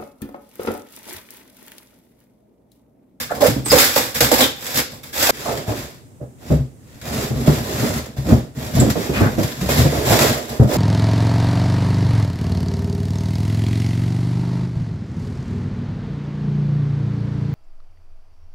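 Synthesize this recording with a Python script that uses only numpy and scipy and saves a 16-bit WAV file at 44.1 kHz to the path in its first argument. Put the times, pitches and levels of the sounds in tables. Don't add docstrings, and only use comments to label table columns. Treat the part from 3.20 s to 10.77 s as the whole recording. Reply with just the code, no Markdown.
import sys
import numpy as np
from scipy import signal
from scipy.fft import rfft, irfft, next_fast_len
from scipy.io import wavfile

SR = 44100
rng = np.random.default_rng(int(sys.argv[2]) if len(sys.argv) > 2 else 0)


def wav_out(sig):
    wavfile.write(sys.argv[1], SR, np.round(np.clip(np.atleast_2d(sig).T, -1, 1) * 32767).astype(np.int16))


N = 333837
TIME = np.arange(N) / SR
PADDED = next_fast_len(N + SR // 2)
STFT_SIZE = 512
CUT_S = 2.109

# [t/s, crack level/dB, jolt of the box wall/dB]
SNAPS = [(0.15, -18, -36), (0.2217, -19, -14.5), (0.268, -7, -22.5), (0.4593, -12, -18), (0.5186, -12, -13),
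         (0.5686, -5, -10), (0.7606, 0.5, -4), (0.9524, -15, -28), (1.0059, 5, -8), (1.1148, -8, -4),
         (1.1912, -8, -8.5), (1.2268, -19, -15.5), (1.4651, -10.5, -46), (2.0262, -1.5, -14),
         (2.0951, -1, -11), (2.3745, -20, -27), (3.8142, -28, -33), (4.274, -22, 0), (4.8589, -30, -21),
         (5.6022, -15, -24), (5.7005, -12, -31), (6.2314, -15, -12), (6.316, -24, -24), (6.4121, -21, -40),
         (6.49, -21, -1), (6.9251, -12, -27), (6.99, -6.5, -6), (7.0202, -9.5, -25)]
# [t/s, boom level/dB, flap pitch f/Hz, clatter level/dB]
KNOCKS = [(0.281, -14, 111, -16.5), (0.318, -14, 125.6, -28), (0.363, -13.5, 140.5, -18),
          (2.478, -11.5, 117.5, -37.5), (3.012, -23, 131, -34), (3.302, -13, 182.6, -15.5),
          (3.317, -2.5, 144, -24), (3.345, -4.5, 145.1, -24), (3.389, -7.5, 140, -31),
          (4.104, -12, 134.5, -21), (4.159, -11.5, 140.2, -23.5), (4.276, -1, 148, -9),
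          (4.626, -23, 173, -16.5), (4.703, -18.5, 115.7, -41), (4.983, -12, 134, -41),
          (5.087, -22, 185, -14.5), (5.119, 4, 127.8, -11), (5.566, -7, 138.4, -15.5),
          (5.612, -14, 146.3, -9), (5.662, -29, 143, -14.5), (5.755, -22, 138.3, -13),
          (5.892, -16, 153, -16.5), (6.007, -2.5, 112.2, -8.5), (6.178, -8.5, 109.2, -11.5),
          (6.421, -12.5, 188, -25.5), (6.587, -2, 123.7, -22.5), (6.649, -5.5, 149, -12.5),
          (6.914, -5, 128.5, -22), (7.396, 5, 132, -10.5), (7.422, -5, 117.6, -12)]
# [t/s, length/s, pitch f/Hz, width/Hz, level/dB]
SCRAPES = [(0.105, 0.021, 705, 159, -20), (0.087, 0.053, 1494, 500, -29), (0.215, 0.06, 573, 91, -12),
           (0.222, 0.061, 1450, 1100, -24.5), (0.439, 0.061, 8550, 1000, -26.5),
           (0.496, 0.022, 5190, 200, -15.5), (0.517, 0.063, 562, 120, -14.5), (1.113, 0.035, 586, 220, -21),
           (1.193, 0.072, 3730, 520, -16), (2.089, 0.019, 867, 355, -13), (2.249, 0.067, 900, 600, -24.5),
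           (2.996, 0.072, 596, 260, -39), (3.297, 0.05, 470, 244, -22.5), (5.09, 0.048, 1096, 1200, -29.5),
           (5.598, 0.0066, 7900, 500, -14), (5.922, 0.1, 1916, 1700, -24.5), (5.992, 0.11, 1296, 990, -24)]


def ripping(spots, box_edge):
    # [t/s, rise/s, fade/s, crackle level/dB, wall rasp level/dB, box rumble level/dB]
    pulls = [(0.0, 0.0013, .08, -22.5, -32, -24), (0.1, 0.0052, 0.48, -37, -28.5, -29),
             (0.2, 0.015, 0.094, -21.5, -13, -35), (0.225, 0.024, 0.16, -20.5, -33, -24),
             (0.445, 0.11, 0.047, -20, -49, -19), (0.512, 0.0073, 0.075, -12.5, -9, -42),
             (0.535, 0.061, 0.22, -10.5, -20.5, -27), (0.755, 0.0092, .17, -16.5, -21.5, -27.5),
             (0.942, 0.0083, 0.13, -21, -30.5, -24), (1.0, 0.03, .14, -14.5, -18, -19),
             (1.106, 0.012, 0.13, -13.5, -19, -25), (1.175, 0.039, 0.089, -12, -16.5, -18),
             (1.33, 0.21, 0.14, -28, -33, -39), (1.53, 0.056, 0.052, -15.5, -23, -24),
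             (1.69, 0.047, 0.11, -39, -40.5, -39.5), (1.826, 0.016, 0.16, -36.5, -43, -39),
             (1.917, 0.15, 0.37, -16.5, -21, -28.5)]
    # [f/Hz, level/dB]
    crackle_spectrum = [(590, -33), (1000, -3.5), (1400, 0), (1700, 1.5), (1840, -2), (2040, 0.5),
                        (3020, -5.5), (3580, -1), (3880, -4), (5180, -0.5), (6010, -5), (7650, -2),
                        (9090, -11.5), (12000, -1), (15600, -7.5)]
    # [f/Hz, level/dB]
    wall_spectrum = [(140, -38), (240, -1), (352, -3), (392, -7.5), (509, 3), (703, -7.5), (763, -2),
                     (1150, -11), (1500, -45), (2530, -120)]
    fibres = grains(per_s=4000, spread_db=1.0, clump_db=2.5, clumps_per_s=260)
    fibres += creases(db=-7.5, per_s=63)
    snaps = [row for row in SNAPS if row[0] < CUT_S]
    torn = paper(effort(pulls, swell=1.14), snaps, crackle_spectrum, wall_spectrum, fibres, spots,
                 crackle_db=0.14, rasp_db=-1, rumble_db=-3.0, crack_db=-11.0, jolt_db=-1.5)
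    edges = scrapes([row for row in SCRAPES if row[0] < CUT_S])
    return torn + bedroom(edges, box_edge)


def sliding(spots, box_edge):
    # [t/s, rise/s, fade/s, crackle level/dB, wall rasp level/dB, box rumble level/dB]
    slides = [(2.07, 0.2, 0.32, -33.5, -34.5, -44.5), (2.215, 0.11, 0.18, -37, -22, -33),
              (2.46, 0.038, 0.097, -32, -19, -44), (2.53, 0.053, 0.2, -33.5, -31.5, -36.5),
              (3.17, 0.17, 0.12, -42, -37, -35), (3.56, 0.41, 0.3, -49, -50, -45),
              (3.8, 0.22, 0.17, -29.5, -24.5, -28), (4.1, 0.14, 0.37, -36.5, -27, -25),
              (4.255, 0.022, 0.36, -28.5, -25, -43), (4.33, 0.35, .23, -29.5, -22.5, -24),
              (4.7, 0.083, 0.029, -31, -27, -33), (4.963, 0.0062, 0.19, -39.5, -32, -34),
              (5.03, 0.085, 0.15, -33, -22.5, -17.5), (5.335, 0.11, 0.45, -36, -30, -29),
              (5.52, 0.053, 0.27, -29, -25, -16), (5.735, 0.08, 0.39, -33, -26, -39),
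              (5.9, 0.09, 0.37, -32.5, -23, -23.5), (6.175, 0.022, 0.34, -31.5, -27.5, -33),
              (6.35, 0.16, 0.11, -32, -27.5, -22), (6.48, 0.027, 0.14, -21.5, -19, -25),
              (6.54, 0.049, 0.2, -22.5, -19, -16), (6.68, 0.091, 0.31, -29.5, -19.5, -26.5),
              (6.82, 0.12, 0.16, -19, -12.5, -19.5), (6.98, 0.049, 0.24, -19.5, -12.5, -23),
              (7.275, 0.025, .19, -33, -25, -35.5), (7.46, 0.08, 0.17, -28.5, -15.5, -23.5)]
    # [f/Hz, level/dB]
    crackle_spectrum = [(590, -23.5), (1000, -1.5), (1270, -5), (1330, -1.5), (1900, -2), (2950, -7.5),
                        (3540, -5), (4070, -7), (4780, -5), (6670, -8), (7230, -4), (7740, -8),
                        (8990, -15.5), (12000, -7), (15600, -14.5)]
    # [f/Hz, level/dB]
    wall_spectrum = [(160, -35), (240, -4.5), (300, -5.5), (370, -3), (440, -3.5), (520, -5), (620, -3.5),
                     (780, -10), (1000, -15), (1400, -21.5), (2200, -89)]
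    fibres = grains(per_s=7000, spread_db=4.0, clump_db=1.26, clumps_per_s=330)
    fibres += creases(db=-12, per_s=35)
    snaps = [row for row in SNAPS if row[0] > CUT_S]
    strength = effort([*slides, *shifts()], swell=1.16)
    rubbed = paper(strength, snaps, crackle_spectrum, wall_spectrum, fibres, spots,
                   crackle_db=2.5, rasp_db=-2, rumble_db=3.5, crack_db=-5.0, jolt_db=-12)
    edges = scrapes([row for row in SCRAPES if row[0] > CUT_S])
    return rubbed + bedroom(edges, box_edge)


def paper(strength, snaps, spectrum, wall, fibres, spots, crackle_db, rasp_db, rumble_db, crack_db, jolt_db):
    # [f/Hz, level/dB]
    box_spectrum = [(20, -51), (35, -22.5), (50, -16), (68, 0), (88, -7.5), (125, -1), (146, -1.5),
                    (180, -13), (235, -2), (280, -15), (380, -32.5), (620, -86)]
    snap_s = 0.011
    crackle, rasp, rumble = strength
    wall_grains = grains(per_s=1200, spread_db=1.5, clump_db=0.5, clumps_per_s=61)
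    box_grains = grains(per_s=900, spread_db=0.95, clump_db=3.3, clumps_per_s=69)
    crackle = amp(crackle_db) * crackle * fibres
    rasp = amp(rasp_db) * rasp * wall_grains
    rumble = amp(rumble_db) * rumble * box_grains
    for start_s, db, wall_db in snaps:
        add(crackle, start_s, amp(db + crack_db) * flurry(snap_s, edge=0.99))
        add(rasp, start_s, amp(wall_db + jolt_db) * flurry(snap_s, edge=0.43))
    crackle_heard = colour(bedroom(crackle, spots), spectrum)
    rasp_heard = colour(bedroom(rasp, spots), wall)
    return crackle_heard + rasp_heard + colour(rumble, box_spectrum)


def effort(strokes, swell):
    fade_db, fade_curve = -23, 1.18
    power, t = np.zeros((3, N)), TIME[:SR]
    for start_s, rise_s, fade_s, *levels in strokes:
        rise = np.sin(np.pi / 2 * np.minimum(t / max(rise_s, 1e-3), 1)) ** swell
        fade_times = np.maximum(t - rise_s, 0) / max(fade_s, 1e-2)
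        shape = rise * amp(fade_db * fade_times ** fade_curve)
        for layer, db in zip(power, levels):
            add(layer, start_s, (amp(db) * shape) ** 2)
    return np.sqrt(power)


def shifts():
    rise_s, fade_s = 0.0074, 0.067
    crackle_db, rasp_db, rumble_db = -27.5, -7.5, -10
    return [(start_s, rise_s, fade_s, db + crackle_db, db + rasp_db, db + rumble_db)
            for start_s, _, _, db in KNOCKS]


def creases(db, per_s):
    return amp(db) * grains(per_s=per_s, spread_db=1.5, clump_db=0.5, clumps_per_s=30)


def grains(per_s, spread_db, clump_db, clumps_per_s):
    size = amp(spread_db * np.minimum(rng.exponential(1, N), 4)) * rng.choice([-1, 1], N)
    struck = rng.random(N) < per_s / SR
    return evened(size * struck * amp(clump_db * drift(clumps_per_s)))


def flurry(decay_s, edge=0, edge_s=0.00056, size=12000):
    t = np.arange(size) / SR
    envelope = np.exp(-t / max(decay_s, 1e-3)) + edge * np.exp(-t / edge_s)
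    return rng.choice([-1, 1], size) * envelope


def scrapes(rows):
    sag = 0.91
    out = np.zeros(N)
    for start_s, length_s, hz, width_hz, db in rows:
        size = int(length_s * SR)
        noise = [1, 1j] @ rng.standard_normal((2, SR // 2))
        lowpass = signal.bessel(2, width_hz * 0.59, fs=SR, output="sos")
        slips = signal.sosfilt(lowpass, noise)[-size:]
        carrier = np.exp(2j * np.pi * np.cumsum(np.geomspace(hz, hz * sag, size)) / SR)
        chatter = evened((slips * carrier).real)
        add(out, start_s, amp(db) * chatter * signal.windows.tukey(size, .6))
    return out


def knocks(spots):
    # [multiple of its pitch, level/dB]
    flap_modes = [(0.83, -7), (1, 4.5), (1.76, -8), (2.2, -19)]
    # [f/Hz, level/dB]
    clatter_spectrum = [(60, -34.5), (150, -1), (240, 1), (320, -1), (400, -6), (520, -7), (650, -13),
                        (850, -26.5), (1500, -28.5), (4000, -65)]
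    boom_db, heave_db, clatter_db, ring_db = -9.5, -16, 2, -14
    heave_hz = 66.8
    rise_s, hold, clatter_decay = 0.0017, 1.44, 0.63
    knock_s, shortening = 0.022, 0.12
    boom, clatter, t = np.zeros(N), np.zeros(N), TIME[:SR // 2]
    for start_s, db, hz, rattle_db in KNOCKS:
        decay_s = knock_s / amp(db) ** shortening
        swing = np.zeros(len(t))
        for k, (ratio, mode_db) in enumerate(flap_modes):
            mode_hz = hz * ratio * rng.uniform(0.92, 1.02)
            swing += (-1) ** k * amp(mode_db) * np.sin(2 * np.pi * mode_hz * t)
        heave = np.sin(2 * np.pi * heave_hz * rng.uniform(1.0, 1.05) * t)
        fade = (1 - np.exp(-t / rise_s)) * np.exp(-(t / max(2 * decay_s, 1e-3)) ** hold)
        add(boom, start_s, amp(db) * (amp(boom_db) * swing + amp(heave_db) * heave) * fade)
        add(clatter, start_s, amp(rattle_db + clatter_db) * flurry(decay_s * clatter_decay, edge=0.99))
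    ring = amp(ring_db) * bedroom(boom, spots[:1]).mean(0)
    return boom + ring + colour(bedroom(clatter, spots), clatter_spectrum)


def bedroom(x, spots):
    moves_per_s, reach, grip_spread = 11, 3.0, 0.9
    hand = reach * drift(moves_per_s)
    where = np.round(hand + grip_spread * rng.standard_normal(N)) % len(spots)
    spectrum = sum(rfft(x * (where == k), PADDED) * paths for k, paths in enumerate(spots))
    return irfft(spectrum, PADDED)[:, :N]


def spots_in_room(direct_db, tail_db, count):
    return [rfft(echoes(direct_db, tail_db), PADDED) for _ in range(count)]


def echoes(direct_db, tail_db, early_s=0.01, treble_hz=14000, size=14000):
    # [f/Hz, t60/s]
    reverberation = [(100, 0.43), (300, 0.34), (1000, 0.33), (4000, 0.44), (8000, 0.3), (15000, 0.2)]
    taps = rng.choice([-1., 1.], (2, size)) * (rng.random((2, size)) < .2)
    hz, t, z = two_ports(taps)
    tail = amp(tail_db - 60 * t / read(reverberation, hz)[:, None])
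    early = np.exp(-t / early_s * np.hypot(1, hz[:, None] / treble_hz))
    echo = signal.istft(z * np.hypot(early, tail), SR, nperseg=STFT_SIZE)[1]
    echo /= np.sqrt(np.sum(echo ** 2) / 2)
    echo[[0, 1], [rng.integers(10), 0]] += amp(direct_db)
    return echo / np.hypot(1, amp(direct_db))


def two_ports(pair):
    # [f/Hz, correlation]
    likeness = [(100, 0.45), (250, 0.68), (500, 0.91), (1000, -0.37), (2000, 0.023), (15000, -0.022)]
    hz, t, (a, b) = signal.stft(pair, SR, nperseg=STFT_SIZE)
    same = np.clip(read(likeness, hz), -1, 1)[:, None]
    mid = a * np.sqrt((1 + same) / 2)
    side = b * np.sqrt((1 - same) / 2)
    return hz, t, np.array([mid + side, mid - side])


def hush():
    # [f/Hz, level/dB]
    hush_spectrum = [(18, -44), (30, -2), (130, 18), (197, 8), (263, 12.5), (342, 3.5), (468, 2.5),
                     (1270, -13), (4560, -23), (7500, -13.5), (15600, -25.5)]
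    z = two_ports(rng.standard_normal((2, N)))[2]
    noise = signal.istft(z, SR, nperseg=STFT_SIZE)[1]
    return amp(-45.0) * evened(colour(noise, hush_spectrum))


def colour(x, spectrum, size=4096):
    gain = evened(amp(read(spectrum, abs(np.fft.fftfreq(size, 1 / SR)))))
    log_gain = np.log(np.maximum(gain, 1e-5))
    ring = np.fft.ifft(np.exp(np.conj(signal.hilbert(log_gain)))).real
    return signal.oaconvolve(np.atleast_2d(x), ring[None], axes=1)[:, :N]


def drift(per_s):
    knots = rng.standard_normal(N)
    return evened(np.interp(TIME * per_s, np.arange(N), knots))


def amp(db):
    return 10 ** (np.asarray(db) / 20)


def evened(x):
    return x / np.sqrt(np.mean(x ** 2) + 1e-20)


def read(points, hz):
    f, value = np.transpose(points)
    return np.interp(np.log(hz + 1), np.log(f + 1), value)


def add(mix, start_s, sound):
    part = mix[max(round(start_s * SR), 0):][:len(sound)]
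    part += sound[:len(part)]


def scene():
    spots = spots_in_room(direct_db=-5.5, tail_db=-10.0, count=14)
    box_edge = spots_in_room(direct_db=-3.0, tail_db=-10.5, count=1)
    strokes = np.where(TIME < CUT_S, ripping(spots, box_edge), sliding(spots, box_edge))
    return strokes + knocks(spots) + hush()


def record(dry):
    # [f/Hz, left minus right level/dB]
    port_colour = [(120, 3), (260, -3), (600, -7.5), (850, -4), (1100, 1), (1800, -2), (3000, 3),
                   (6300, 1.5), (8000, -3), (9500, -5.5), (11500, -13), (13000, -6), (16000, -2)]
    tilt = amp(read(port_colour, np.fft.rfftfreq(N, 1 / SR)))
    ports = np.array([tilt, np.ones_like(tilt)]) * np.sqrt(2 / (1 + tilt ** 2))
    heard = irfft(rfft(dry) * ports, N)
    limited = heard / (1 + heard ** 6) ** (1 / 6)
    band_limit = signal.firwin(511, 15800, window=("kaiser", 9), fs=SR)
    return signal.oaconvolve(limited, band_limit[None], "same")


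dry = scene()
out = record(dry)
wav_out(out)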